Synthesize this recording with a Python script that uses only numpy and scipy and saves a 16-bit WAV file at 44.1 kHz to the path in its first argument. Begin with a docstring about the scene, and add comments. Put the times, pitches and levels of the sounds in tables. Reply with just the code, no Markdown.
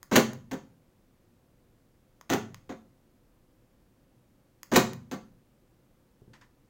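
"""Car door lock in a garage

A bare car door lies in a quiet garage; door and key fob are close to a phone's microphone.
Lock, unlock, lock: the button clicks, the motor takes up its slack, spins its gears for a twentieth of
a second and throws the rod against its stop, where it rebounds; the steel door rings. After 0.4 s the
current ends and the gears run back. Near the end come faint handling knocks."""
import sys
import numpy as np
from scipy import signal
from scipy.fft import rfft, irfft
from scipy.io import wavfile

SR = 44100
rng = np.random.default_rng(int(sys.argv[2]) if len(sys.argv) > 2 else 0)


def log_audio(samples):
    """Write samples as a 16-bit WAV file to the path given in sys.argv[1]."""
    # one column per channel
    frames = np.atleast_2d(samples).T
    # limit to full scale, then quantise
    limited = np.clip(frames, -1, 1)
    pcm = np.round(limited * 32767).astype(np.int16)
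    wavfile.write(sys.argv[1], SR, pcm)


N = 295029
RING_S = np.arange(SR) / SR  # one second of ringing
LOCK, UNLOCK = 0, 1  # the two ways of a stroke


def undb(db):
    """Decibels to gain."""
    return 10 ** (np.asarray(db) / 20)


def fade(t60):
    """Free decay that loses 60 dB in t60 seconds."""
    return np.exp(-np.log(1000) * RING_S / t60)


def unit(x):
    """Scale a short sound to the energy of 10 ms at full level."""
    return x * np.sqrt(SR / 100 / np.sum(x ** 2))


def along(points, hz):
    """Read (f/Hz, value) points on a log-frequency axis."""
    f, value = np.transpose(points)
    return np.interp(np.log(hz + 1e-9), np.log(f), value)


def noise(colour, size):
    """Noise of rms 1 with a spectrum of (f/Hz, level/dB) points."""
    gain = undb(along(colour, np.fft.rfftfreq(size, 1 / SR)))
    x = irfft(rfft(rng.standard_normal(size)) * gain, size)
    return x / np.std(x)


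def modes(table):
    """Ring of a struck body; level is each mode's energy, neighbours swing in opposite directions."""
    return unit(sum((-1) ** k * undb(db) / np.sqrt(t60) * fade(t60) * np.sin(2 * np.pi * hz * RING_S)
                    for k, (hz, db, t60) in enumerate(table)))


def both_ways(table, t60):
    """The ring of a body when locking and when unlocking."""
    return [modes([(hz, levels[way], t60) for hz, *levels in table]) for way in (LOCK, UNLOCK)]


def dull(x, bright_hz):
    """A softer contact lasts longer and loses its treble."""
    keep = np.exp(-2 * np.pi * bright_hz / SR)
    return signal.lfilter([(1 - keep) ** 2], [1, -2 * keep, keep ** 2], x)


def add(track, s, db, sound):
    """Lay a sound into a track at time s."""
    i = int(s * SR)
    track[i:i + len(sound)] += undb(db) * sound[:N - i]


# room tone: f/Hz, level/dB
ROOM_TONE = [(12, -29), (20, 1), (81, -9), (120, -3), (154, -7.5), (255, -8), (377, -11), (410, -19.5),
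             (513, -12), (624, -20), (1480, -27.5), (2260, -31), (4000, -35), (9000, -38), (16000, -37)]
def room_tone(rms_db=-64):
    """Low steady noise of the quiet garage, all around the microphone."""
    return undb(rms_db) * noise(ROOM_TONE, N)


# reverberation of the garage: f/Hz, t60/s
GARAGE_DECAY = [(100, 1), (300, 0.37), (1000, 0.36), (3000, 0.31), (7000, 0.31), (11000, .25), (16000, .19)]
def garage(onset_s=.005):
    """Diffuse echo off bench and bare walls, in half-octave bands; the treble dies first."""
    spectrum, hz = rfft(rng.standard_normal(SR)), np.fft.rfftfreq(SR, 1 / SR)
    edges = 62.5 * 2 ** (np.arange(18) / 2)
    tail = np.zeros(SR)
    for lo, hi in zip(edges, edges[1:]):
        band = irfft(spectrum * ((hz >= lo) & (hz < hi)), SR)
        tail += band * fade(along(GARAGE_DECAY, np.sqrt(lo * hi)))
    tail *= np.minimum(RING_S / onset_s, 1)
    return tail / np.sqrt(np.sum(tail ** 2))


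# faint bumps and ticks of handling: t/s, level/dB
HANDLING_BUMPS = [(6.219, -51), (6.276, -50.5), (6.301, -51.5)]
HANDLING_TICKS = [(6.334, -52.5), (6.412, -55)]
def handling(thud_t60=.096, tick_t60=.15, soft_hz=500):
    """Something is moved: dull bumps, then light ticks that end in a short scrape."""
    out = np.zeros(N)
    thud_colour = [(40, -25.5), (130, 6.5), (400, -1.5), (600, -18), (3000, -48)]
    tick_colour = [(500, -23), (1000, -4.5), (1350, -9.5), (1750, -3.5),
                   (2700, -14.5), (6500, -20.5), (12000, -41)]
    for s, db in HANDLING_BUMPS:
        thud = noise(thud_colour, SR) * fade(thud_t60)
        add(out, s, db, unit(dull(thud, soft_hz)))
    for s, db in HANDLING_TICKS:
        add(out, s, db, unit(noise(tick_colour, SR) * fade(tick_t60)))
    return out


# button pressed and let go: t/s, level/dB, brightness/Hz
BUTTON_CLICKS = [(0.0299, -46, 15100), (0.3332, -49, 15000), (2.2119, -46, 5480), (2.545, -44.5, 6410),
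                 (4.6318, -44, 17700), (4.9337, -46, 15000)]
# modes of the fob's shell: f/Hz, level/dB, t60/s
SHELL_MODES = [(1080, -2.5, .009), (1900, -3, .007), (3200, -8, .005), (5000, -5.5, 0.0041),
               (6600, -1, .006), (10800, -9, 0.0024), (14800, 1, .004)]
def fob(snap_db=-7, snap_t60=.006):
    """Close to the microphone, the button's dome snaps over inside a small plastic shell."""
    out, shell = np.zeros(N), modes(SHELL_MODES)
    for s, db, bright_hz in BUTTON_CLICKS:
        snap = undb(snap_db) * unit(rng.standard_normal(SR) * fade(snap_t60))
        add(out, s, db, dull(shell + snap, bright_hz))
    return out


# steel skin, stirred differently by push and pull: f/Hz, locking level/dB, unlocking level/dB
SKIN_MODES = [(82, -21, -19), (135, -9.5, -9.5), (151, -8, -10), (164, -4.5, -10), (206, -2, -12),
              (226, 1, -2), (264.7, 2.5, -3), (314.5, -11.5, -1.5), (352, -3, -5), (383, -0.5, -8),
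              (396.7, -4, -8), (452, -5.5, -10), (501, -10.5, -10), (526.2, -5.5, -6), (619, -11.5, -8.5),
              (711, -14, -7), (740, -14.5, -12.5), (793.7, -12, -9.5), (892.3, -10, -9), (973, -12.5, -26),
              (1126.4, -11, -17), (1160, -13.5, -28), (1364, -25, -34), (1537, -11.5, -48),
              (1564, -15, -39), (1706, -20, -21.5), (1814, -16.5, -24), (2080, -16.5, -32),
              (2240, -20, -23)]
# low, slowly dying boom of the garage, stirred by each thud: f/Hz, level/dB, t60/s
GARAGE_BOOM = [(128, -2, .36), (156, 2, .26)]
def door(blows, spread_s=.001, skin_t60=.145, rumble_db=-2.5, rumble_t60=.17, boom_db=-14):
    """Bending waves spread over the steel: strong modes, a rumble of weak ones; the garage booms."""
    out, skin = np.zeros(N), both_ways(SKIN_MODES, skin_t60)
    boom = undb(boom_db) * modes(GARAGE_BOOM)
    spread = 1 - np.exp(-RING_S / spread_s)
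    colour = [(50, -34.5), (110, -8), (230, -.5), (450, -3.5), (700, -11.5), (1500, -15), (4000, -49)]
    for s, _, thud_db, _ in blows:
        rumble = undb(rumble_db) * unit(noise(colour, SR) * fade(rumble_t60))
        add(out, s, thud_db, (skin[way_at(s)] + boom + rumble) * spread)
    return out


# crowded short modes of housing, rod and latch: f/Hz, level/dB
CLACK_COLOUR = [(150, -11), (400, -4.5), (900, 2), (1350, -1.5), (1900, 2), (2600, -3.5), (3100, -1.5),
                (4200, -4), (5300, -8), (6500, 1), (8200, -13), (11000, -15), (13000, -11), (14800, -4.5)]
# thin link rod: f/Hz, locking level/dB, unlocking level/dB
ROD_MODES = [(2890, -8.5, -16), (3550, -8, 11), (3770, -13, -21), (4490, -6.5, -19)]
# small steel parts of the latch: f/Hz, level/dB, t60/s
LATCH_MODES = [(6234, -2, 0.077), (6330, -2, 0.026), (6670, -3, 0.054), (6870, -2, 0.018), (6790, -5, .06),
               (7180, -6, 0.017)]
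def mechanism(blows, clack_t60=.024, rattle_t60=.081, rod_t60=.22,
              rattle_db=-16, rod_db=-21, latch_db=-21):
    """Each blow lands on another spot and stirs its own modes; loose parts rattle, the latch rings."""
    out, rod, latch = np.zeros(N), both_ways(ROD_MODES, rod_t60), modes(LATCH_MODES)
    decay = fade(clack_t60) + undb(rattle_db) * fade(rattle_t60)
    for s, clack_db, _, bright_hz in blows:
        clack = unit(noise(CLACK_COLOUR, SR) * decay)
        add(out, s, clack_db, dull(clack + undb(rod_db) * rod[way_at(s)], bright_hz))
        add(out, s, clack_db + latch_db, latch)
    return out


def blow(s, kind, clack_db=0, thud_db=0):
    """One blow of a kind, made stronger or weaker: t/s, clack/dB, door thud/dB, brightness/Hz."""
    return s, kind[0] + clack_db, kind[1] + thud_db, kind[2]


def gears(start, end, tooth, gain_db=0, first_hz=230, last_hz=420, scatter_db=3, slop=.22):
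    """Teeth knock unevenly and ever faster while the gears run up."""
    teeth, s = [], start
    for clack, lag, thud in rng.standard_normal((40, 3)):
        if s < end:
            teeth.append(blow(s, tooth, gain_db + scatter_db * clack, gain_db + scatter_db * thud))
        s += np.exp(slop * lag) / np.interp(s, [start, end], [first_hz, last_hz])
    return teeth


# blows under power, a row for each way: clack/dB, thud/dB, brightness/Hz
MOTOR_JERK = [(-38, -32, 8000), (-38, -35, 5500)]
SLACK_CLOSING = [(-36, -19, 7000), (-27.5, -24.5, 10000)]
LOADED_TOOTH = [(-35, -28, 7500), (-34, -29, 6800)]
def drive(start, stop, way, slack_s=(.003, .006), spin_up_s=.009):
    """The motor twitches, takes up the slack and winds the rod along."""
    knocks = [blow(start, MOTOR_JERK[way]), blow(start + slack_s[way], SLACK_CLOSING[way])]
    return knocks + gears(start + spin_up_s, stop, LOADED_TOOTH[way])


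# unpowered blows, a row for each way: clack/dB, thud/dB, brightness/Hz
GEAR_DROP = [(-40.5, -35, 9000), (-45, -37.5, 4300)]
PLUNGER_REST = [(-46, -32, 15000), (-53, -37.5, 4200)]
def run_back(off, way, drop_s=.004, settle_s=.019, end_s=.032, jerk_db=-1, idle_db=-11):
    """The current ends: the motor twitches, the gears drop and roll back, the plunger settles."""
    knocks = [blow(off, GEAR_DROP[way], jerk_db, jerk_db),
              blow(off + drop_s, GEAR_DROP[way]),
              blow(off + settle_s, PLUNGER_REST[way])]
    return knocks + gears(off + drop_s, off + end_s, GEAR_DROP[way], idle_db)


# the rod at the end of its travel, a row for each way: clack/dB, thud/dB, brightness/Hz
END_STOP = [(-15.8, -12, 12200), (-30, -24, 10000)]
def snap_over(stop, way, gap_s=.003, clack_step_db=-2.3, thud_db=-13, count=2):
    """Just before the stop the latch lever flips over in light knocks that grow harder."""
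    return [blow(stop - k * gap_s, END_STOP[way], k * clack_step_db, thud_db)
            for k in range(1, count + 1)]


def slam(stop, way, gap_s=.008, slowing=1.05, loss_db=(3.5, 6), clack_db=-3.5, thud_db=-4, rebounds=4):
    """The rod hits its stop and rebounds, each time later and weaker."""
    blows, s = [blow(stop, END_STOP[way])], stop
    for k in range(rebounds):
        s += gap_s * slowing ** k
        lost_db = (k + 1) * loss_db[way]
        blows.append(blow(s, END_STOP[way], clack_db - lost_db, thud_db - lost_db))
    return blows


# strokes of the actuator: motor on t/s, way, rod at its stop t/s, current off t/s
LOCK_STROKES = [(0.1135, LOCK, 0.163, 0.5125), (2.2945, UNLOCK, 2.3368, 2.6925),
                (4.7165, LOCK, 4.7645, 5.1135)]
def actuator():
    """All the blows of gears, rod and latch, stroke by stroke."""
    blows = []
    for start, way, stop, off in LOCK_STROKES:
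        blows += drive(start, stop, way) + snap_over(stop, way) + slam(stop, way) + run_back(off, way)
    return blows


def way_at(s):
    """The way of the latest stroke: LOCK or UNLOCK."""
    return [way for start, way, _, _ in LOCK_STROKES if start <= s][-1]


def scene(parts_db=-1, door_db=-2, parts_wet_db=-6, door_wet_db=-11, hand_wet_db=-10):
    """Door and fob near one microphone, the garage around them."""
    room, air = garage(), room_tone()
    hand = fob() + handling()
    blows = actuator()
    parts = undb(parts_db) * mechanism(blows)
    skin = undb(door_db) * door(blows)
    to_walls = undb(parts_wet_db) * parts + undb(door_wet_db) * skin + undb(hand_wet_db) * hand
    echo = signal.fftconvolve(to_walls, room)[:N]
    return (air + echo + hand + skin + parts)[None]


def record(dry, top_hz=15900):
    """The phone cuts the highest treble steeply."""
    return signal.sosfilt(signal.ellip(10, .2, 70, top_hz, fs=SR, output="sos"), dry)


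dry = scene()
out = record(dry)
log_audio(out)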